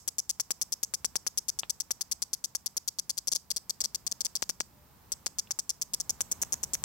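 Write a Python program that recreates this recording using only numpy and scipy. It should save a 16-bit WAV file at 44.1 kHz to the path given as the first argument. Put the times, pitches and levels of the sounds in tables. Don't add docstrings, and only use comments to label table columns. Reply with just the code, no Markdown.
import sys
import numpy as np
from scipy import signal
from scipy.fft import rfft, irfft
from scipy.io import wavfile
from scipy.ndimage import uniform_filter1d

SR = 44100
rng = np.random.default_rng(int(sys.argv[2]) if len(sys.argv) > 2 else 0)


def materialize(psi):
    bounded = np.clip(np.atleast_2d(psi).T, -1, 1)
    quanta = np.round(bounded * 32767).astype(np.int16)
    wavfile.write(sys.argv[1], SR, quanta)


def how_loud(loudness_db):
    steps = np.asarray(loudness_db, float) / 20
    return 10 ** steps


N = 301644
SAMPLES_PER_MS = SR / 1000
LEAD_S = 0.05
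GRAIN_CENTRE = 40

# first rib in seconds, peak of the fifth rib in dB, peak of the sixth rib in dB.
STEADY_STROKES = [(-0.03, -13, -16), (0.0779, -16, -35), (0.1839, -13, -16), (0.2938, -13, -18),
                  (0.3992, -17, -27), (0.5069, -14, -33), (0.6149, -13, -22), (0.7225, -16, -18),
                  (0.8311, -23, -21), (0.9389, -19, -28), (1.0463, -14, -22), (1.1566, -14, -30),
                  (1.2663, -14, -27), (1.375, -12, -20), (1.4837, -12, -15), (1.5895, -20, -26),
                  (1.6971, -16, -32), (1.8022, -24, -23), (1.908, -16, -32), (2.0101, -20, -27),
                  (2.1146, -12, -21), (2.2206, -22, -24), (2.3325, -19, -25), (2.4413, -21, -24),
                  (2.5504, -22, -24), (2.6604, -21, -24), (2.7682, -15, -35), (2.8777, -15, -34),
                  (2.9871, -16, -32), (3.0949, -14, -21)]
ROLLING_STROKES = [(3.1779, -18, -34), (3.2731, -11, -16), (3.3177, -12, -12), (3.351, -11, -16),
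                   (3.5043, -14, -22), (3.5634, -20, -22), (3.6963, -15, -34), (3.8054, -12, -24),
                   (3.8409, -14, -13), (3.9473, -20, -43), (4.0661, -18, -35), (4.2072, -18, -38),
                   (4.2497, -15, -16), (4.3538, -17, -21), (4.4224, -26, -30), (4.4929, -23, -25),
                   (4.6031, -25, -28)]
OVERTURNED_STROKES = [(5.1201, -26, -26), (5.2617, -25, -26), (5.3861, -16, -25), (5.5082, -21, -37),
                      (5.5898, -26, -31), (5.6939, -19, -23), (5.8151, -20, -25), (5.9358, -20, -36),
                      (6.0013, -26, -30), (6.0949, -19, -29), (6.2074, -20, -35), (6.3157, -21, -32),
                      (6.4174, -16, -17), (6.5238, -18, -16), (6.6316, -26, -30), (6.7355, -17, -17),
                      (6.8392, -14, -14)]
# time in seconds, peak in dB, rib counted from 0.
SLIPPED_SNAPS = [
    (4.1146, -17.7, 0),
    (4.119, -13.4, 1),
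    (4.1239, -13.4, 3),
]
# time in seconds, peak in dB.
STRAY_SNAPS = [(3.1723, -28), (3.1776, -35), (3.3406, -34), (3.3456, -31), (3.371, -32), (3.3758, -35),
               (3.8396, -23), (6.3128, -37), (6.4415, -39), (6.4488, -33), (6.548, -44), (6.5548, -38),
               (6.7578, -35)]
RIB_MS, RIB_SCATTER_MS = (0, 3.85, 7.35, 9.43, 9.43, 16.38), (0, .09, .27, .1, 0, .18)
# time in seconds, stroke drag in ms,
# then peaks of ribs 1 to 4 in dB for a fifth rib at -16 dB.
MUSCLE_STATE = [(0, 0.058, -13, -11, -15, -19), (1.2, 0.074, -14.5, -10.5, -13.5, -17),
                (2.3, 0, -14.5, -11.5, -13, -17.5), (3.5, .1, -15, -12, -18, -16),
                (4.6, 0.029, -12, -13.5, -21, -14.5), (5.3, .5, -12.5, -12, -15, -16.5),
                (5.9, 0.66, -16.5, -13, -19.5, -10), (6.2, .6, -11.5, -11.5, -19.5, -10),
                (6.84, .3, -13.5, -11.5, -13, -14)]
TIRING_SHARE = (0, 0, 0.26, 0.55)
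# pitch in Hz, ring time in ms.
BODY_RINGS = [(5301, 0.37), (6170, 0.38), (7354, 0.31), (10574, 0.322), (12500, 0.091), (15700, 0.12),
              (3350, 0.11), (9050, 0.27)]
# one rib, its level in dB on each resonance.
RIB_MIX_UP = [(-6.5, -9, 3.5, -2, -8, -8.5, -11.5, -51), (-0.5, 2.5, 0.5, -4, -2, -19, -17, -31.5),
              (-3.5, -3, -4.5, -4, -10, -26, -20, -33.5), (-4, -3.5, -1, -3, -10, -8, -18.5, -29),
              (-0.5, -1.5, -23.5, -2.5, -13, -15.5, -28, -19), (-2.5, 1, -11.5, -6, -11, -24.5, -41, -11)]
# one rib, its level in dB on each resonance.
RIB_MIX_OVER = [(-6.5, -13, 4, -11, -5, -13.5, -17.5, -15.5), (-0.5, 1.5, -13, -4.5, -17, -26, -20, -12),
                (-1.5, -9.5, 7.5, -0.5, -18, -21, -10.5, -44), (0.5, 0.5, -3.5, -1, -3.5, -7, -25, -13),
                (6, -1, 3.5, -15, -14, -15, -26, -13), (1, 2, -17.5, -6.5, -8, -12, -10, -15.5)]
ROLL_S = (3.2, 4.0)
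# time in seconds, share of the
ABDOMEN_STRETCH = [(0, 1.026), (2.3, 0.97), (3.0, 0.95), (4.1, 0.94), (4.6, 0.96), (6.0, 1.012), (6.4, 1.2),
                   (6.84, 1.15)]
# time in seconds, left minus right in dB for low, middle and high resonances.
AIM = [(0.0, 1.7, 2, 12), (1.85, 8.9, 4, 13), (3.98, 3.2, 3, 3.9), (6.84, 0.59, -0.5, 6.6)]
AIM_GROUP = [0, 1, 1, 2, 2, 1, 0, 1]
PHONE_SHADOW_DB = [-9, -1, -3, -3, -2.5, 3, -34, 9.5]
# pitch in Hz, left in dB, right in dB.
FOLIAGE = [(3500, 5, 1.5), (5000, 2, 2.5), (6500, -3.5, -1.5), (8450, 0, 7.5), (9300, 6.5, 1.5),
           (10700, 0, -6), (12000, 4.5, 5)]
# time in seconds, peak in dB, side (0 left, 1 right).
JOLTS = [(0.0784, -35, 0), (0.082, -29, 0), (0.3989, -24.5, 0), (0.5066, -20, 0), (0.8308, -30.5, 0),
         (0.9384, -23.5, 0), (1.0459, -18.5, 0), (1.1563, -17.5, 0), (1.266, -20.5, 0), (1.2701, -32, 0),
         (1.9077, -21.5, 0), (2.01, -25, 0), (2.5501, -27, 0), (3.8409, -32, 1), (4.4261, -15.5, 0),
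         (4.4966, -21, 0), (4.6066, -15.5, 0), (5.12, -30.5, 1), (5.2659, -20, 0), (5.5079, -24, 0),
         (5.5895, -27.5, 0), (6.2072, -21.5, 0), (6.2117, -29, 0), (6.4339, -23, 0), (6.5404, -29.5, 0),
         (6.6355, -30, 0), (6.7522, -25, 1), (6.839, -20, 0)]
# time in seconds, peak in dB, pitch factor.
LEG_TICKS = [
    (1.6336, -26.5, 1),
    (5.4728, -45, 2.9),
    (5.474, -48, 3.3),
]
# pitch in Hz, ring time in ms, level in dB.
TICK_RINGS = [(2920, 0.38, 3.5), (1030, 0.56, 1), (3570, 0.3, -4), (1830, 0.75, -7)]
# time in seconds, level in dB.
TOWN_SWELL = [(0, -2.5), (.8, 1), (2.9, -2), (4.2, 1), (5.2, 3), (5.75, 1), (6.44, 9), (6.84, 9)]
# pitch in Hz, density in dB.
BACKGROUND_COLOUR = [(25, -15), (62, 4.5), (110, -0.5), (180, -0.5), (300, -9.5), (600, -13), (950, -8.5),
                     (1500, -16.5), (3000, -22), (5000, -20.5), (9500, -23), (11500, -24), (14000, -14.5),
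                     (15700, -20.5)]
# time in seconds, left amount, right amount.
LOPSIDED_SWING = [(0, 0.43, 0.62), (2.2, 0.28, 0.42), (2.5, 0.52, 0.16), (3.4, 0.64, 0.62), (4.3, 0.65, 1),
                  (5.3, 0.27, 0.071), (6.0, 0.78, 0.94), (6.84, 0.62, 1)]


def cicada():
    right_lag_ms, palm_ms, palm_db = 0.2785, 0.898, -9.5
    out = np.zeros((2, N + int(LEAD_S * SR)))
    hz, ring_ms = np.array(BODY_RINGS).T[:, :, None]
    aim_s, *aim_db = np.transpose(AIM)
    snaps = stroke_snaps() + list(SLIPPED_SNAPS)
    snaps += [(s, db, -1) for s, db in STRAY_SNAPS]
    chance = rng.standard_normal(size=(len(snaps), 5, len(BODY_RINGS), 1))
    turn = (np.arange(len(BODY_RINGS))[:, None] % 2) / 2

    for (s, db, rib), (strength, slant, pitch, swing, bend) in zip(snaps, chance):
        over = np.interp(s, ROLL_S, (0, 1))
        mix_db = (1 - over) * np.array(RIB_MIX_UP[rib]) + over * np.array(RIB_MIX_OVER[rib])
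        mix = how_loud(mix_db + 2.1 * strength[:, 0])
        pan_db = np.array([np.interp(s, aim_s, aim_db[group]) for group in AIM_GROUP])
        pan_db = pan_db - PHONE_SHADOW_DB + 0.55 * slant[:, 0]
        left = mix / np.sqrt(1 + how_loud(-2 * pan_db))
        right = mix / np.sqrt(1 + how_loud(2 * pan_db))

        snap_hz = hz * (1 + 0.03 * pitch)
        snap_hz[0] *= np.interp(s, *np.transpose(ABDOMEN_STRETCH))
        phase = turn + 0.13 * swing
        back = phase + 0.5 + 0.095 * bend
        near = ring(snap_hz, ring_ms, phase, 0)
        far = ring(snap_hz, ring_ms, back, right_lag_ms)
        palm = ring(snap_hz, ring_ms, back + 0.18 * swing, right_lag_ms + palm_ms)
        pair = np.array([left @ near, right @ (far + how_loud(palm_db) * palm)])
        power = uniform_filter1d(np.sum(pair ** 2, axis=0), size=12)
        peak = np.sqrt(2 * power.max())
        add(out, s + LEAD_S - 0.00015, how_loud(db + 0.42) * pair / peak)

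    out[1] += how_loud(-16.5) * signal.lfilter(*signal.iirpeak(6650, 3.5, fs=SR), out[1])
    return out


def stroke_snaps():
    strokes = np.array(STEADY_STROKES + ROLLING_STROKES + OVERTURNED_STROKES)
    start_s, fifth_db, sixth_db = strokes.T[:, :, None]
    at, *state = np.transpose(MUSCLE_STATE)
    drag_ms, *first_db = (np.interp(strokes[:, 0], at, column) for column in state)
    luck = rng.standard_normal(size=(len(strokes), 10))
    late_ms = RIB_MS + luck[:, :6] * RIB_SCATTER_MS
    late_ms = late_ms + drag_ms[:, None] * (0, 0.6, 0.4, 1, 1, 1)
    late_ms[:, 4] = late_ms[:, 3] + 1.9
    tired_db = (fifth_db + 16) * np.array(TIRING_SHARE)
    early_db = np.transpose(first_db) + tired_db + 0.6 * luck[:, 6:]
    peak_db = np.hstack([early_db, fifth_db, sixth_db])
    ribs = np.tile(np.arange(len(RIB_MS)), len(strokes))
    return list(zip((start_s + late_ms / 1000).ravel(), peak_db.ravel(), ribs))


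def ring(hz, ring_ms, turn, late_ms):
    rise_ms = 0.16
    samples = np.arange(256) - GRAIN_CENTRE
    peak_ms = rise_ms * np.log(1 + 2 * ring_ms / rise_ms)
    t_ms = np.clip(samples / SAMPLES_PER_MS - late_ms + peak_ms, 0, None)
    swell = ((1 - np.exp(-t_ms / rise_ms)) / (1 - np.exp(-peak_ms / rise_ms))) ** 2
    decay = np.exp((peak_ms - t_ms) / ring_ms)
    return swell * decay * np.sin(2 * np.pi * (hz * t_ms / 1000 + turn))


def add(out, s, grain):
    i = int(round(s * SR)) - GRAIN_CENTRE
    part = grain[..., :max(out.shape[-1] - i, 0)]
    out[..., i:i + part.shape[-1]] += part


def jolts():
    out = np.zeros((2, N))
    samples = np.arange(80) - GRAIN_CENTRE
    kick = np.exp(-0.5 * (samples / (0.045 * SAMPLES_PER_MS)) ** 2)
    ways = rng.choice([-1, 1], size=len(JOLTS))
    for (s, db, side), way in zip(JOLTS, ways):
        add(out[int(side)], s, way * how_loud(db + 6.0) * kick)
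    return signal.lfilter(*signal.butter(1, 200, "high", fs=SR), out)


def leg_ticks():
    scrape_db, scrape_ms = -11, 11
    out = np.zeros((2, N))
    t_ms = np.arange(SR // 20) / SAMPLES_PER_MS
    for s, db, pitch in LEG_TICKS:
        knock = sum(how_loud(mode_db) * ring(hz * pitch, ms, 0, 0) for hz, ms, mode_db in TICK_RINGS)
        add(out, s, how_loud(db + np.array([[-3], [0]])) * knock)
        scrape = np.exp(-t_ms / scrape_ms) * rng.standard_normal((2, len(t_ms)))
        add(out, s + 0.0012, how_loud(db + scrape_db) * scrape)
    return signal.sosfilt(signal.butter(6, 4030, fs=SR, output="sos"), out)


def surroundings(insect):
    t = np.arange(SR // 2) / SR
    hand = how_loud(-20) * np.exp(-t / 0.0014) * (t > 0.0006)
    late = np.clip(t - 0.012, 0, None)
    trees = how_loud(np.array([[-53], [-50]])) * (1 - np.exp(-late / 0.012)) * np.exp(-late / 0.034)
    dulled = signal.lfilter(*signal.butter(1, 10000, fs=SR), insect)
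    sides = dulled * how_loud(np.array([[-5], [0.8]]))
    hz, *port_db = np.transpose(FOLIAGE)
    f = np.fft.rfftfreq(len(t), 1 / SR) + 1
    leaves = how_loud(np.array([np.interp(np.log(f), np.log(hz), db) for db in port_db]))
    noise = rng.standard_normal((2, 2, len(t)))
    echoes = hand * noise + trees * irfft(rfft(noise) * leaves, len(t))
    return sum(signal.fftconvolve(side[None], echo, axes=1) for side, echo in zip(sides, echoes))


def distant_hum():
    start_s, length_s, hz, db = 4.69, 0.21, 598, -73
    t = np.arange(N) / SR
    swell = np.sin(np.pi * np.clip((t - start_s) / length_s, 0, 1))
    level = how_loud(db + 2.5 * walk(count=30))
    wavering_hz = hz * (1 + 0.02 * walk(count=40))
    return level * swell * np.sin(2 * np.pi * np.cumsum(wavering_hz) / SR)


def background():
    f = np.fft.rfftfreq(N, 1 / SR) + 1
    colour_hz, colour_db = np.transpose(BACKGROUND_COLOUR)
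    colour = how_loud(np.interp(np.log(f), np.log(colour_hz), colour_db))
    town_db = np.interp(np.arange(N) / SR, *np.transpose(TOWN_SWELL))
    rumble = 1 / (1 + (f / 400) ** 4)
    hiss = 1 / (1 + (4000 / f) ** 4)
    traffic = np.clip(1 - rumble - hiss, 0, 1)
    # band, level in dB, share of the town's swell, likeness of the sides, pan in dB, sway in dB
    layers = [(rumble, -66.5 - 1.2, 1, 0.7, 0, 2),
              (traffic, -69.5 - 1.2, 0.83, 0.4, -1, 1.5),
              (hiss, -70.5 + 1.2, 0.87, 0, -4, 0.5)]
    out = np.zeros((2, N))
    for band, db, follows, alike, pan_db, sway_db in layers:
        mid, side = irfft(rfft(rng.standard_normal((2, N))) * colour * np.sqrt(band), N)
        pair = np.sqrt(1 + alike) * mid + np.sqrt(1 - alike) * side * np.array([[1], [-1]])
        level_db = db + follows * town_db + sway_db * walk(count=6)
        out += how_loud(level_db + np.array([[pan_db], [-pan_db]]) / 2) * pair / np.std(mid)
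    return out


def walk(count):
    k = SR // count
    steps = np.repeat(rng.standard_normal(N // k + 1), k)
    return 0.58 * uniform_filter1d(uniform_filter1d(steps, k), k)[:N]


def scene():
    insect = cicada()
    start = int(LEAD_S * SR)
    near = insect[:, start:] + surroundings(insect)[:, start:start + N] + jolts() + leg_ticks()
    return near + background() + distant_hum()


def roll_off(x):
    return signal.sosfilt(signal.butter(12, 17070, fs=SR, output="sos"), x)


def record(dry):
    s, *amounts = np.transpose(LOPSIDED_SWING)
    uneven = np.array([np.interp(np.arange(N) / SR, s, amount) for amount in amounts])
    knock = signal.lfilter(*signal.butter(1, (150, 1800), "band", fs=SR), uneven * dry ** 2)
    shelf = signal.ellip(5, 0.3, 20, 15850, fs=SR, output="sos")
    return roll_off(signal.sosfilt(shelf, dry - knock))


dry = scene()
out = record(dry)
materialize(out)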